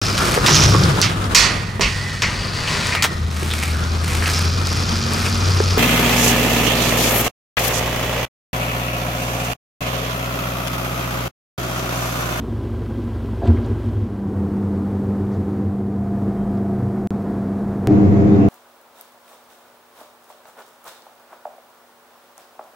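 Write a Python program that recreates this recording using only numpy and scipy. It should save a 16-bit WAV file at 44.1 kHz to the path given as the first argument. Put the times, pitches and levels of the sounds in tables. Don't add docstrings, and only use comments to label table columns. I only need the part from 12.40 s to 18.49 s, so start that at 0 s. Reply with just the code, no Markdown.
import sys
import numpy as np
from scipy import signal
from scipy.fft import rfft, irfft, next_fast_len
from scipy.io import wavfile

SR = 44100
rng = np.random.default_rng(int(sys.argv[2]) if len(sys.argv) > 2 else 0)


def unload_wav(signal):
    wavfile.write(
        sys.argv[1],
        SR,
        np.round(np.clip(np.atleast_2d(signal).T, -1, 1) * 32767).astype(np.int16),
    )


N = 268436
T = np.arange(N) / SR

# (middle [s], length [s])
PLACE_FADES = [(1.742, 0.51), (3.45, 0.73)]
DROPOUT_S = (4.6726, 4.7058)
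CLOSE_UP_S = 5.4725

# (frequency [Hz], relative level [dB])
HISS_COLOUR = [(30, -2.5), (3000, -1), (8000, 2.5), (12000, 0.5), (16000, -2)]
# (frequency [Hz], relative level [dB])
HISS_SIDE_COLOUR = [(3500, -51), (5500, -3), (8000, -0.5), (16000, -2.5)]
# (middle [s], half length [s], pitch [Hz], width [Hz], level [dB])
GEAR_SQUEALS = [(4.03, .16, 3130, 70, -68), (5.93, .035, 3780, 90, -55), (5.94, .06, 3530, 70, -58),
                (5.93, .06, 4530, 90, -61), (6.03, .045, 2650, 250, -48)]
# (frequency [Hz], relative level [dB])
WATER_COLOUR = [(500, 4.5), (1000, -7.5), (1700, 1.5), (2400, -0.5), (3200, -1.5), (4400, -7),
                (5500, -10.5), (7500, -20), (15000, -31)]
# (time [s], level [dB], centre [Hz], rise and fall time [s])
SPRAY_BURSTS = [(1.046, -51, 2980, 0.014), (1.057, -53, 6000, 0.004), (1.075, -39, 3070, 0.0075),
                (1.076, -48, 5740, 0.0057), (1.086, -41, 1600, 0.0097), (1.173, -39.5, 1550, 0.0064),
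                (1.25, -51, 3500, 0.0081), (1.263, -54, 7000, .003), (1.46, -59, 7000, 0.0044),
                (2.938, -58, 4970, 0.02), (4.176, -50.5, 3800, 0.0027)]
# (frequency [Hz], relative level [dB])
RATTLE_COLOUR = [(25, -40), (50, -25), (85, 3.5), (130, -5.5), (195, -11), (235, -2.5), (300, -6.5),
                 (375, -7), (480, -15), (620, -18.5), (1050, -25), (1500, -30), (2200, -50), (5000, -69)]
RATTLE_PULSES = [(1, .15), (2, .24), (4, .18), (6, .1), (8, .1)]
# (pitch [Hz], width [Hz], level relative to the rumble [dB])
PIPE_AIR_TONES = [(235, 4.5, -10), (391.4, 7, -14), (997, 22, -24.5), (1095, 12, -28.5), (1340, 25, -34),
                  (1600, 33, -30.5), (1980, 18, -36), (3190, 160, -37)]
# (time [s], level [dB])
PIPE_KNOCKS = [(1.017, -22.5), (1.029, -18.5), (1.047, -20.5), (1.076, -24.5)]
# (pitch [Hz], relative level [dB], time to fade by 60 dB [s])
KNOCK_TONES = [(371, -2.5, 0.17), (552, 2.5, 0.041), (693, 0, 0.12), (785, -9, 0.055), (1030, -21, 0.056),
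               (1640, -19, 0.053)]
# (time [s], level [dB], boom pitch [Hz])
ROCKING_THUDS = [(1.078, 3, 84.8), (1.173, -10.5, 92), (1.282, -6.5, 96.5), (1.457, -8.5, 98.7),
                 (1.548, -10, 98.5), (1.608, -11.5, 99.4)]
# (pitch [Hz], relative level [dB], time to fade by 60 dB [s])
THUD_TONES = [(233.4, -14, 0.41), (301, -20, 0.23), (353, -18.5, 0.11), (479, -19, .1)]
# (frequency [Hz], relative level [dB])
SPIN_COLOUR = [(25, -28.5), (60, -5.5), (95, -13.5), (145, -4.5), (220, 1), (340, -3.5), (450, -6),
               (560, -13.5), (800, -15), (1200, -20.5), (1800, -30), (2800, -43), (4800, -47.5),
               (9000, -59)]
# (frequency [Hz], relative level [dB])
CLOSE_SPIN_COLOUR = [(25, -28), (60, -23.5), (100, -6), (200, -2), (300, 1), (430, -5), (560, -10.5),
                     (780, -17.5), (1050, -21), (1500, -29), (2200, -32), (3100, -43), (5200, -47),
                     (7200, -48)]
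# (multiple of the turning rate, at the pipe [dB], at the machine [dB])
DRUM_TONES = [(2.93, -58, -46), (4.92, -30.5, -47), (6.997, -34, -35.5), (9.02, -28.5, -30),
              (10.67, -52, -46), (19.23, -36.5, -48), (29.6, -41, -63), (31.5, -45, -64.5)]
# (pitch [Hz], width [Hz], over the drum [dB], at the control panel [dB], close up [dB])
CABINET_TONES = [(92.55, 4.2, -34, -41, -23), (88, 2.7, -35.5, -52, -31), (169.3, 3.9, -44, -46, -28),
                 (213.9, 3.6, -48, -39.5, -25), (240.8, 8, -40.5, -42, -31), (284.5, 3.1, -45.5, -57, -28),
                 (308.8, 4.6, -44, -45.5, -21), (367, 3.1, -41.5, -37, -42), (391.4, 2, -45.5, -55, -34),
                 (454, 23, -46, -49, -35.5), (509, 3.3, -56, -55.5, -40), (670, 5.3, -61, -47.5, -38.5),
                 (765.4, 23, -52.5, -50, -41)]
# (multiple of the mains frequency, over the drum [dB], at the control panel [dB], close up [dB])
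MOTOR_TONES = [(2, -31, -36.5, -22), (4, -25, -24.5, -17.5), (6, -36, -47.5, -25), (8, -47, -52, -28),
               (10, -47, -67, -53), (12, -74, -53, -49.5), (14, -55.5, -43, -36.5)]
# (rumble level [dB], motor and cabinet gain [dB], drum gain [dB])
SPIN_MIX = [(-29.5, 0.5, -5.5), (-29, 1, 0.5), (-28, -0.6, -5.5), (-21, .5, 8.5)]
# (frequency [Hz], level relative to the direct sound [dB])
REFLECTION_COLOUR = [(40, -18), (100, -8), (200, -14.5), (380, -8.5), (700, -4), (1300, 3), (15000, -2.5)]


def from_db(db):
    return 10 ** (np.asarray(db) / 20)


def unit_power(x):
    return x / np.sqrt(np.mean(x ** 2) + 1e-20)


def gain_at(colour, hz):
    table_hz, table_db = np.transpose(colour)
    return from_db(np.interp(np.log(hz + 1), np.log(table_hz), table_db))


def drift(rate_hz):
    hz = np.fft.rfftfreq(8192, 1 / 1000)
    slow = irfft(rfft(rng.standard_normal(8192)) / (1 + (hz / rate_hz) ** 2))
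    return np.interp(T * 1000, np.arange(len(slow)), unit_power(slow))


def coloured(colour, top_hz=20000, source=None):
    size = next_fast_len(N)
    hz = np.fft.rfftfreq(size, 1 / SR)
    gain = gain_at(colour, hz) / np.sqrt(1 + (hz / top_hz) ** 60)
    if source is None:
        source = rng.standard_normal(N)
    return unit_power(irfft(gain * rfft(source, size), size)[:N])


def tone(hz, wander):
    return np.sqrt(2) * np.sin(2 * np.pi * (hz * T + rng.random()) + wander)


def resonance(hz, width_hz):
    phase = 2 * np.pi * hz * T
    return drift(width_hz) * np.cos(phase) + drift(width_hz) * np.sin(phase)


def ring(start_s, tones, rise_s):
    age = np.clip(T - start_s, 0, None)[:int((start_s + 1) * SR)]
    ringing = sum(from_db(db - 60 * age / fade_s) * np.sin(2 * np.pi * hz * age)
                  for hz, db, fade_s in tones)
    swell = 1 - np.exp(-(age / rise_s) ** 2)
    return np.pad(ringing * swell, (0, N - len(age)))


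def listening_places():
    fades = [np.clip((T - middle) / length + .5, 0, 1) for middle, length in PLACE_FADES]
    reached = [np.ones(N), *fades, T >= np.mean(DROPOUT_S), T >= CLOSE_UP_S, np.zeros(N)]
    return np.clip(-np.diff(np.array(reached, float), axis=0), 0, 1)


def noise_gain(places, levels_db):
    return np.sqrt(from_db(levels_db) ** 2 @ places ** 2)


def hum_gain(places, hum_db, over_drum, at_panel, close):
    return from_db(hum_db + [over_drum, at_panel, at_panel, close]) @ places


def surge(rise_s=0.037, ebb_s=0.16):
    age = T - max(ROCKING_THUDS, key=lambda thud: thud[1])[0]
    return np.exp(-np.minimum(np.where(age < 0, (age / rise_s) ** 2, age / ebb_s), 20))


def hiss(places, colour, db):
    return noise_gain(places, [db] * len(places)) * coloured(colour)


def squeals():
    return sum(from_db(db) * np.exp(-np.minimum(((T - middle) / half) ** 2, 20)) * resonance(hz, width)
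               for middle, half, hz, width, db in GEAR_SQUEALS)


def water(places, drops_per_s=8000, size_db=2.0, stream_db=-51, tub_db=-60, through_lid_db=-76.5):
    level = noise_gain(places, [stream_db, tub_db] + [through_lid_db] * 3)
    landings = rng.random(N) < drops_per_s / SR
    sizes = from_db(size_db * np.minimum(rng.exponential(1, N), 4))
    drops = landings * sizes * rng.choice([-1, 1], N)
    flow = from_db(3.5 * surge() + 0.5 * drift(20))
    return level * flow * coloured(WATER_COLOUR, source=drops)


def spatters():
    bursts, noise = np.zeros(N), rng.standard_normal(N)
    for time_s, db, hz, fade_s in SPRAY_BURSTS:
        edges_hz = [hz / np.sqrt(2), min(hz * np.sqrt(2), SR / 2 - 1)]
        band = signal.butter(3, edges_hz, "band", fs=SR, output="sos")
        shape = np.exp(-np.minimum(np.abs(T - time_s) / fade_s, 20))
        bursts += from_db(db) * shape * unit_power(signal.sosfilt(band, noise))
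    return bursts


def drain_rumble(at_pipe, turn_hz=11.78, level_db=-29, surge_db=6.5, drone_gain_db=28, waver_db=0.7):
    sway = 0.055 * drift(1.3)
    drone = sum(from_db(db + waver_db * drift(4.4)) * tone(k * turn_hz, k * sway)
                for k, db, _ in DRUM_TONES)
    pipe_air = sum(from_db(db) * resonance(hz, width) for hz, width, db in PIPE_AIR_TONES)
    pulsing = 1 + sum(depth * np.cos(2 * np.pi * k * turn_hz * T) for k, depth in RATTLE_PULSES)
    rattle = from_db(-0.5) * pulsing * coloured(RATTLE_COLOUR)
    level = at_pipe * from_db(level_db + surge_db * surge())
    return level * (rattle + pipe_air + from_db(drone_gain_db) * drone)


def pipe_knocks():
    return sum(from_db(db) * ring(time_s, KNOCK_TONES, rise_s=0.0015) for time_s, db in PIPE_KNOCKS)


def thuds(boom_fade_s=0.23):
    return sum(from_db(db) * ring(time_s, [(hz, 0, boom_fade_s)] + THUD_TONES, rise_s=0.016)
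               for time_s, db, hz in ROCKING_THUDS)


def spin_rumble(places, rumble_db, tremble_db=0.5):
    noise = np.where(T < CLOSE_UP_S, coloured(SPIN_COLOUR), coloured(CLOSE_SPIN_COLOUR, top_hz=7300))
    return noise_gain(places, rumble_db) * from_db(tremble_db * drift(23)) * noise


def drum_drone(places, drum_db, turn_hz=13.78, waver_db=3.0):
    sway = 0.079 * drift(0.73)
    drone = sum(from_db(db + waver_db * drift(3.6)) * tone(k * turn_hz, k * sway)
                for k, _, db in DRUM_TONES)
    return noise_gain(places, drum_db) * drone


def cabinet(places, hum_db, waver_db=3.5):
    ringing = np.zeros(N)
    for hz, width, *levels_db in CABINET_TONES:
        waver = from_db(waver_db * drift(width))
        ringing += hum_gain(places, hum_db, *levels_db) * waver * tone(hz, drift(width / 2))
    return ringing


def motor_hum(places, hum_db, mains_hz=49.8, waver_db=1.7):
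    phase = 2 * np.pi * mains_hz * T + 0.03 * drift(1.4)
    hum = np.zeros(N)
    for k, *levels_db in MOTOR_TONES:
        waver = from_db(waver_db * drift(18.0))
        hum += hum_gain(places, hum_db, *levels_db) * waver * np.cos(k * phase)
    return -np.sqrt(2) * hum


def spinning(places):
    rumble_db, hum_db, drum_db = np.transpose(SPIN_MIX)
    tones = motor_hum(places, hum_db) + drum_drone(places, drum_db) + cabinet(places, hum_db)
    return tones + spin_rumble(places, rumble_db)


def click(time_s, db, decay_s=0.00068):
    return from_db(db) * (T >= time_s) * np.exp(-np.minimum(np.abs(T - time_s) / decay_s, 20))


def interrupt(x, dropout_db=-42, tick_db=-21, close_click_db=-6.5, settle_s=0.0016):
    start, end = DROPOUT_S
    dropout = np.clip(np.maximum(start - T, T - end) / settle_s, from_db(dropout_db), 1)
    dip_at_click = 1 - np.exp(-np.minimum(((T - CLOSE_UP_S) / settle_s) ** 2, 20))
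    clicks = click(start, tick_db) + click(end, tick_db) + click(CLOSE_UP_S, close_click_db)
    return x * dropout * dip_at_click - clicks


def widen(x, scatter_s=0.014):
    size = next_fast_len(N + SR // 2)
    hz = np.fft.rfftfreq(size, 1 / SR)
    points_hz = np.geomspace(30, SR / 2, num=200)
    delay_s = scatter_s * np.interp(hz, points_hz, rng.uniform(0, 3.7, len(points_hz)))
    reflections = gain_at(REFLECTION_COLOUR, hz) * np.exp(-2j * np.pi * np.cumsum(delay_s) * hz[1])
    close_part = x * np.clip((T - CLOSE_UP_S) / scatter_s - .5, 0, 1)
    side = irfft(reflections * rfft(close_part, size), size)[:N]
    return np.array([x + side, x - side])


def scene():
    places = listening_places()
    shared_hiss = hiss(places, HISS_COLOUR, db=-62)
    side_hiss = hiss(places, HISS_SIDE_COLOUR, db=-69)
    drain = drain_rumble(places[0]) + water(places) + spatters() + pipe_knocks()
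    machine = thuds() + spinning(places[1:]) + squeals()
    return widen(interrupt(shared_hiss + drain + machine)) + side_hiss * [[1], [-1]]


def record(dry, cutoff_hz=15800):
    rounded = dry / (1 + dry ** 10) ** (1 / 10)
    low_pass = signal.ellip(10, .1, 80, cutoff_hz, fs=SR, output="sos")
    return signal.sosfilt(low_pass, rounded)


dry = scene()
out = record(dry)
unload_wav(out)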